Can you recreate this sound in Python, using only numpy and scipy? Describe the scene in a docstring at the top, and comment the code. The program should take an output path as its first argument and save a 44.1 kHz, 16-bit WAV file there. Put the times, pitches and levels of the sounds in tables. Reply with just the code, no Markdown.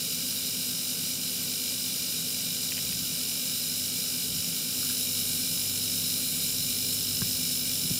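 """Open refrigerator compressor in a workshop

A compressor runs close by with its service tube open: turbulent air hisses through resonances of tube and
shell, a valve strikes the shell once a turn, and the motor hums as sines at multiples of the crank rate.
A hand takes a plastic cap away and another lets go of the wiring; hiss and hum come clear in two steps.
Cap, wiring and a few dull bumps near the end are pushes that ring damped modes.
Behind them other machines drone as steady tones over a noise rumble that swells now and then."""
import sys
import numpy as np
from scipy import signal
from scipy.fft import rfft, irfft, next_fast_len
from scipy.io import wavfile

SR = 44100
rng = np.random.default_rng(int(sys.argv[2]) if len(sys.argv) > 2 else 0)


def generate_wav(sig):
    """Save sig (samples, or channels by samples) to the path in sys.argv[1] as 16-bit PCM at SR."""
    pcm = np.round(np.clip(np.atleast_2d(sig).T, -1, 1) * 32767).astype(np.int16)
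    wavfile.write(sys.argv[1], SR, pcm)


N = 352359
TIME = np.arange(N) / SR   # s
SIZE = next_fast_len(N)
FREQ = np.maximum(np.arange(SIZE // 2 + 1) * SR / SIZE, 1)   # Hz, kept above zero for division and logarithm

# resonances of tube and shell that colour the hiss: (frequency [Hz], nominal width [Hz], relative level [dB])
HISS_MODES = [(2296, 1610, -21.1), (2359, 242, -9.1), (2576, 756, -18.9), (3047, 809, -11.8),
              (3481, 305, -9.4), (3820, 344, -1.8), (4072, 390, -3.9), (4215, 146, -4.4), (4732, 964, -7.4),
              (5037, 313, -2.3), (5334, 583, -3.6), (5771, 464, -4.6), (6016, 233, -8.2),
              (6434, 863, -11.2), (6855, 327, -6.1), (7130, 509, -4.6), (7465, 226, -4.5),
              (7865, 916, -10.7), (8269, 361, -3.6), (8732, 752, -8.8), (9077, 314, -5.0),
              (9673, 1386, -8.9), (10638, 518, -3.3), (11053, 1034, -6.3), (11895, 769, -5.9),
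              (12638, 1196, -7.4), (13443, 1800, -11.8), (14213, 287, -4.1), (14588, 668, -9.5),
              (15156, 1120, -8.5)]
# short echo paths off hands, shell and cabinet:
# (delay [ms], signed strength behind the hands [ratio], signed strength in the clear [ratio])
ECHO_PATHS = [(.276, .01, .09), (.548, -.08, .01), (.84, .05, -.09), (.994, .01, .11), (1.114, -.07, .05),
              (2.42, -.08, -.02), (2.724, .04, .12), (4.97, -.07, -.06), (5.4, -.05, -.05),
              (5.578, -.03, -.07)]
# shell modes struck by the valve: (frequency [Hz], nominal width [Hz], relative level [dB])
VALVE_MODES = [(1426, 110, -18), (2315, 108, -13), (2719, 70, -5), (2900, 70, -6), (2952, 205, -4),
               (3400, 150, -10), (3760, 200, -13), (4700, 70, -2.5), (5214, 70, 0.5), (5305, 94, 0),
               (5340, 264, 0), (5717, 300, -9), (6005, 100, 0), (6650, 250, -12), (7460, 120, -18)]
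# brief fades of the shell's bright ring: (time [s], length [s], depth [dB])
RING_DIPS = [(4.6, .08, 4), (6.29, .11, 12)]
# motor hum: (multiple of the crank rate [ratio], relative level [dB])
HUM_ORDERS = [(1, -10), (2, 0.5), (3, -4), (8, -12.5)]
# hands that shield and damp the compressor, first at the cap, then at the wiring:
# (time of leaving [s], duration of the move [s], share of the shielding [0-1], damping of the hum [dB])
HANDS = [(3.22, 0.2, 1, 1), (4.77, 0.085, 0.67, 7.5)]
# the cap scuffs against the tube: (time [s], level [dB], contact [s])
CAP_CLICKS = [(2.720, -26, .00003), (2.779, -28, .00003), (2.790, -30.5, .00003), (2.924, -30, .00005)]
# modes of the cap: (frequency [Hz], relative level [dB], 60 dB decay time [s])
CAP_MODES = [(1910, -8, 0.014), (2180, -8.5, 0.014), (2570, 1, 0.0094), (3130, -7, .014)]
# the wiring rustles as it is let go: (time [s], level [dB], contact [s])
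WIRE_TICKS = [(4.829, -38, .00005), (4.847, -49, .00005), (4.896, -42, .00005)]
# modes of the wiring: (frequency [Hz], relative level [dB], 60 dB decay time [s])
WIRE_MODES = [(1380, 2, 0.023), (1640, -1, .035)]
# dull bumps, the first with a hard edge and a soft rebound: (time [s], level [dB], contact [s])
BUMPS = [(7.219, -27, .00004), (7.256, -39, .0008), (7.812, -38, .0005), (7.848, -35, 0.00045),
         (7.908, -28, .0004)]
# modes of the bumped body: (frequency [Hz], relative level [dB], 60 dB decay time [s])
BUMP_MODES = [(80, -13, 0.069), (123, 0.5, 0.14), (189, 6.5, 0.044), (258, -4.5, 0.063), (344, -2, 0.023),
              (1080, -7, 0.024), (1590, -3, .022), (2020, -15, .014)]
# steady tones of the other machines: (frequency [Hz], relative level [dB])
SHOP_TONES = [(84.3, -67.5), (126.4, -62.5), (142.6, -62.5), (193, -56), (201.2, -56), (227, -61.5),
              (243.4, -53.5), (252.9, -48), (269.3, -63), (302, -81), (327, -66), (434, -62), (482.4, -76),
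              (506, -66), (530.7, -71.5), (578.9, -74), (627.1, -70), (675.4, -72.5), (771.9, -73)]
# spectrum of the workshop rumble: (frequency [Hz], relative density [dB per Hz])
RUMBLE_SPECTRUM = [(25, -20), (55, -34), (80, -5.5), (120, -1), (250, -0.5), (310, -3), (360, -10.5),
                   (440, -5.5), (530, -6), (680, -14.5), (1000, -17.5), (1300, -16), (1850, -25.5),
                   (2400, -24)]
# hollow resonances of the cabinet in the rumble: (frequency [Hz], nominal width [Hz], relative level [dB])
CABINET_MODES = [(167.2, 18, 12), (1550, 350, -10.5), (1315, 120, -12.5)]
# swells of the deep rumble: (time [s], length [s], level [dB])
SURGES = [(2.95, 0.22, -47), (4.36, 0.15, -46), (6.65, 0.11, -44.5), (7.278, 0.33, -49), (7.88, 0.066, -49)]

CRANK_HZ, MAINS_HZ = 49.54, 50.0
HISS_DB = -30.5
HISS_SHIELD_DB, TREBLE_SHIELD_DB = 0.5, 1.9   # what full shielding takes off all the hiss, and off its treble
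VALVE_DB = -41.5
RING_DB, RING_DB_PER_S = -0.65, 0.87   # gain of the shell's bright ring at the start, and its steady rise
HUM_DB, HUM_WAVER_DB = -51, 1.6
RUMBLE_DB = -45
TONES_DB, TONES_SHIELD_DB = -0.15, 1.5   # gain of all the tones in the clear, and what full shielding takes off
CUTOFF_HZ = 15750


def hiss(shield, flutter_db=0.45, edge_hz=8000, edge_db=1.53):
    """Turbulence is broadband noise that resonances colour; an obstacle makes it softer and duller."""
    turbulence = rng.standard_normal(N)
    air = in_room(coloured(turbulence, np.sqrt(noise_power(HISS_MODES))))
    treble = highpassed(air, 2, edge_hz)
    treble_gain = from_db(edge_db - TREBLE_SHIELD_DB * shield)
    air = air + treble * (treble_gain - 1)
    level_db = HISS_DB - HISS_SHIELD_DB * shield + flutter_db * drift(30)
    return from_db(level_db) * rms_one(reflected(air, shield))


def valve(turns, ring_db, uneven_db=0.5, jitter_turns=0.000061, ring_hz=4000):
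    """Periodic impact excites shell modes: one uneven blow a turn, with a varying gain on the upper modes."""
    shut_at, contact = .125, .002   # turns
    angle = (turns + jitter_turns * drift(50)) % 1
    blows = np.exp(-((angle - shut_at) / contact) ** 2)
    blows = blows * from_db(uneven_db * drift(40))
    response = sum(from_db(db) * resonance(hz, width) for hz, width, db in VALVE_MODES)
    shell = coloured(blows, response)
    upper = highpassed(shell, 4, ring_hz)
    return shell - upper + from_db(ring_db) * upper


def motor(turns, magnetic_db=-9):
    """Rotation gives harmonics of the crank; the second beats with magnetic hum at twice the mains rate."""
    orders = sum(from_db(db) * tone(order * turns) for order, db in HUM_ORDERS)
    magnetic = from_db(magnetic_db) * tone(2 * MAINS_HZ * TIME)
    return orders + magnetic


def hands():
    """Obstruction and damping end as each hand leaves: shielding (0-1) and hum damping (dB) over time."""
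    shield, damping_db = 0, 0
    for leaves_s, move_s, share, db in HANDS:
        present = np.clip(.5 - (TIME - leaves_s) / move_s, 0, 1)
        shield = shield + share * present
        damping_db = damping_db + db * present
    return np.clip(shield, 0, 1), damping_db


def cap():
    """Impact with friction: short contacts and brief scuffing ring the modes of the plastic cap."""
    return struck(CAP_CLICKS, CAP_MODES, scuff=.7, scuff_s=0.0044)


def wiring():
    """Friction outlasts impact: ticks with a longer rustle ring the modes of the wiring."""
    return struck(WIRE_TICKS, WIRE_MODES, scuff=1.2, scuff_s=0.015)


def bumps():
    """Impact without friction: mostly soft contacts ring low, damped modes."""
    return struck(BUMPS, BUMP_MODES)


def struck(hits, modes, scuff=0, scuff_s=.004):
    """Impact excitation of damped modes: a longer contact is duller, and friction noise dies after it."""
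    force = np.full(N, 1e-18)   # a tiny floor keeps the filters out of denormal numbers
    age = np.arange(-SR // 100, SR // 20) / SR
    for s, db, contact_s in hits:
        push = np.exp(-(age / contact_s) ** 2)
        friction = rng.standard_normal(len(age)) * (age > 0) * np.exp(-np.abs(age) / scuff_s)
        contact = push / push.sum() + scuff * friction / np.linalg.norm(friction)
        at = round((s + age[0]) * SR)
        force[at:at + len(age)] += from_db(db) * contact
    ringing = np.zeros(N)
    for k, (hz, db, t60) in enumerate(modes):
        radius = from_db(-60 / (t60 * SR))   # decay per sample
        angle = 2 * np.pi * hz / SR
        poles = [1, -2 * radius * np.cos(angle), radius * radius]
        mode = signal.lfilter([0, np.sin(angle)], poles, force)
        ringing += from_db(db) * mode * (-1) ** k   # neighbouring modes alternate in sign
    return ringing


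def workshop(shield):
    """Superposition of independent sources: drones, a cabinet-coloured rumble and its deep swells."""
    return rumble() + deep_surges() + drones(shield)


def drones(shield, waver_db=1.0, waver_turns=.05):
    """Steady rotation gives discrete tones, each wavering slightly in level and phase."""
    tones = np.zeros(N)
    for hz, db in SHOP_TONES:
        level = from_db(db + waver_db * drift(6.5))
        tones += level * tone(hz * TIME + waver_turns * drift(4))
    return from_db(TONES_DB - TONES_SHIELD_DB * shield) * tones


def rumble():
    """Powers of incoherent noise add: a broad spectrum plus the hollow resonances of the cabinet."""
    hz, db = np.transpose(RUMBLE_SPECTRUM)
    broad_power = from_db(np.interp(np.log(FREQ), np.log(hz), db)) ** 2
    power = broad_power + noise_power(CABINET_MODES)
    return from_db(RUMBLE_DB) * coloured(rng.standard_normal(N), np.sqrt(power))


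def deep_surges(deep_hz=140, deep_width_hz=210):
    """Amplitude modulation of resonant noise: smooth envelopes make the deep rumble swell."""
    envelope = swells([(s, length, from_db(db)) for s, length, db in SURGES])
    return envelope * coloured(rng.standard_normal(N), resonance(deep_hz, deep_width_hz) ** 2)


def reflected(x, shield, reflect_hz=3200):
    """Small surfaces reflect only treble; interference combs it and shifts as the hands withdraw."""
    treble = rfft(x, SIZE) / (1 + (reflect_hz / FREQ) ** 10)
    out = x
    for delay_ms, shielded, clear in ECHO_PATHS:
        delay = np.exp(-2j * np.pi * FREQ * delay_ms / 1000)
        strength = clear + (shielded - clear) * shield
        out = out + strength * irfft(treble * delay, SIZE)[:N]
    return out


def in_room(x, room_db=-10, t60=0.18):
    """Diffuse reverberation: a decaying noise tail ripples the spectrum finely."""
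    tail = rng.standard_normal(N) * from_db(-60 * TIME / t60) * (TIME > .005)
    tail_response = rfft(tail / np.linalg.norm(tail), SIZE)
    return coloured(x, 1 + from_db(room_db) * tail_response)


def resonance(hz, width_hz):
    """Second-power resonance: its response swells before it dies; gain 1 at the centre."""
    return 1 / (1 + 2j * (FREQ - hz) / width_hz) ** 2


def noise_power(modes):
    """Incoherent excitation: the power spectra of separately stirred resonances add."""
    return sum(from_db(db) ** 2 / (1 + (2 * (FREQ - hz) / width) ** 2) ** 4 for hz, width, db in modes)


def coloured(x, response):
    """Linear filtering: multiply the spectrum by a response, then scale to rms 1."""
    return rms_one(irfft(rfft(x, SIZE) * response, SIZE)[:N])


def highpassed(x, order, hz):
    """Zero-phase filtering: pass the treble without delay."""
    return signal.sosfiltfilt(signal.butter(order, hz, "high", fs=SR, output="sos"), x)


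def tone(turns):
    """Simple harmonic motion: a sine of rms 1 with a random starting phase."""
    return np.sqrt(2) * np.sin(2 * np.pi * (turns + rng.random()))


def drift(per_s):
    """Slow random fluctuation: interpolated random knots, per_s of them a second, scaled to rms 1."""
    knots = rng.standard_normal(4000)
    return rms_one(np.interp(TIME * per_s, np.arange(len(knots)), knots))


def swells(rows):
    """Gaussian envelopes: a smooth hump for each (time [s], length [s], height)."""
    return sum(height * np.exp(-((TIME - s) / length) ** 2) for s, length, height in rows)


def from_db(db):
    """Logarithmic level: decibels to amplitude gain."""
    return 10 ** (np.asarray(db) / 20)


def rms_one(x):
    """Normalisation: scale to an rms of 1."""
    return x / np.sqrt(np.mean(x ** 2) + 1e-20)


def scene():
    """Superposition: all sources add at one microphone, alike in both channels."""
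    crank_hz = CRANK_HZ + .012 * drift(6)
    turns = np.cumsum(crank_hz) / SR
    shield, damping_db = hands()
    ring_db = RING_DB + RING_DB_PER_S * TIME - swells(RING_DIPS)
    hum_db = HUM_DB - damping_db + HUM_WAVER_DB * drift(7)
    compressor = hiss(shield) + from_db(VALVE_DB) * valve(turns, ring_db) + from_db(hum_db) * motor(turns)
    mono = compressor + cap() + wiring() + bumps() + workshop(shield)
    return np.tile(mono, (2, 1))


def record(dry):
    """Band limitation: a steep elliptic low-pass cuts the top."""
    lowpass = signal.ellip(12, .1, 80, CUTOFF_HZ, fs=SR, output="sos")   # 0.1 dB ripple, 80 dB stopband
    return signal.sosfilt(lowpass, dry)


dry = scene()
out = record(dry)
generate_wav(out)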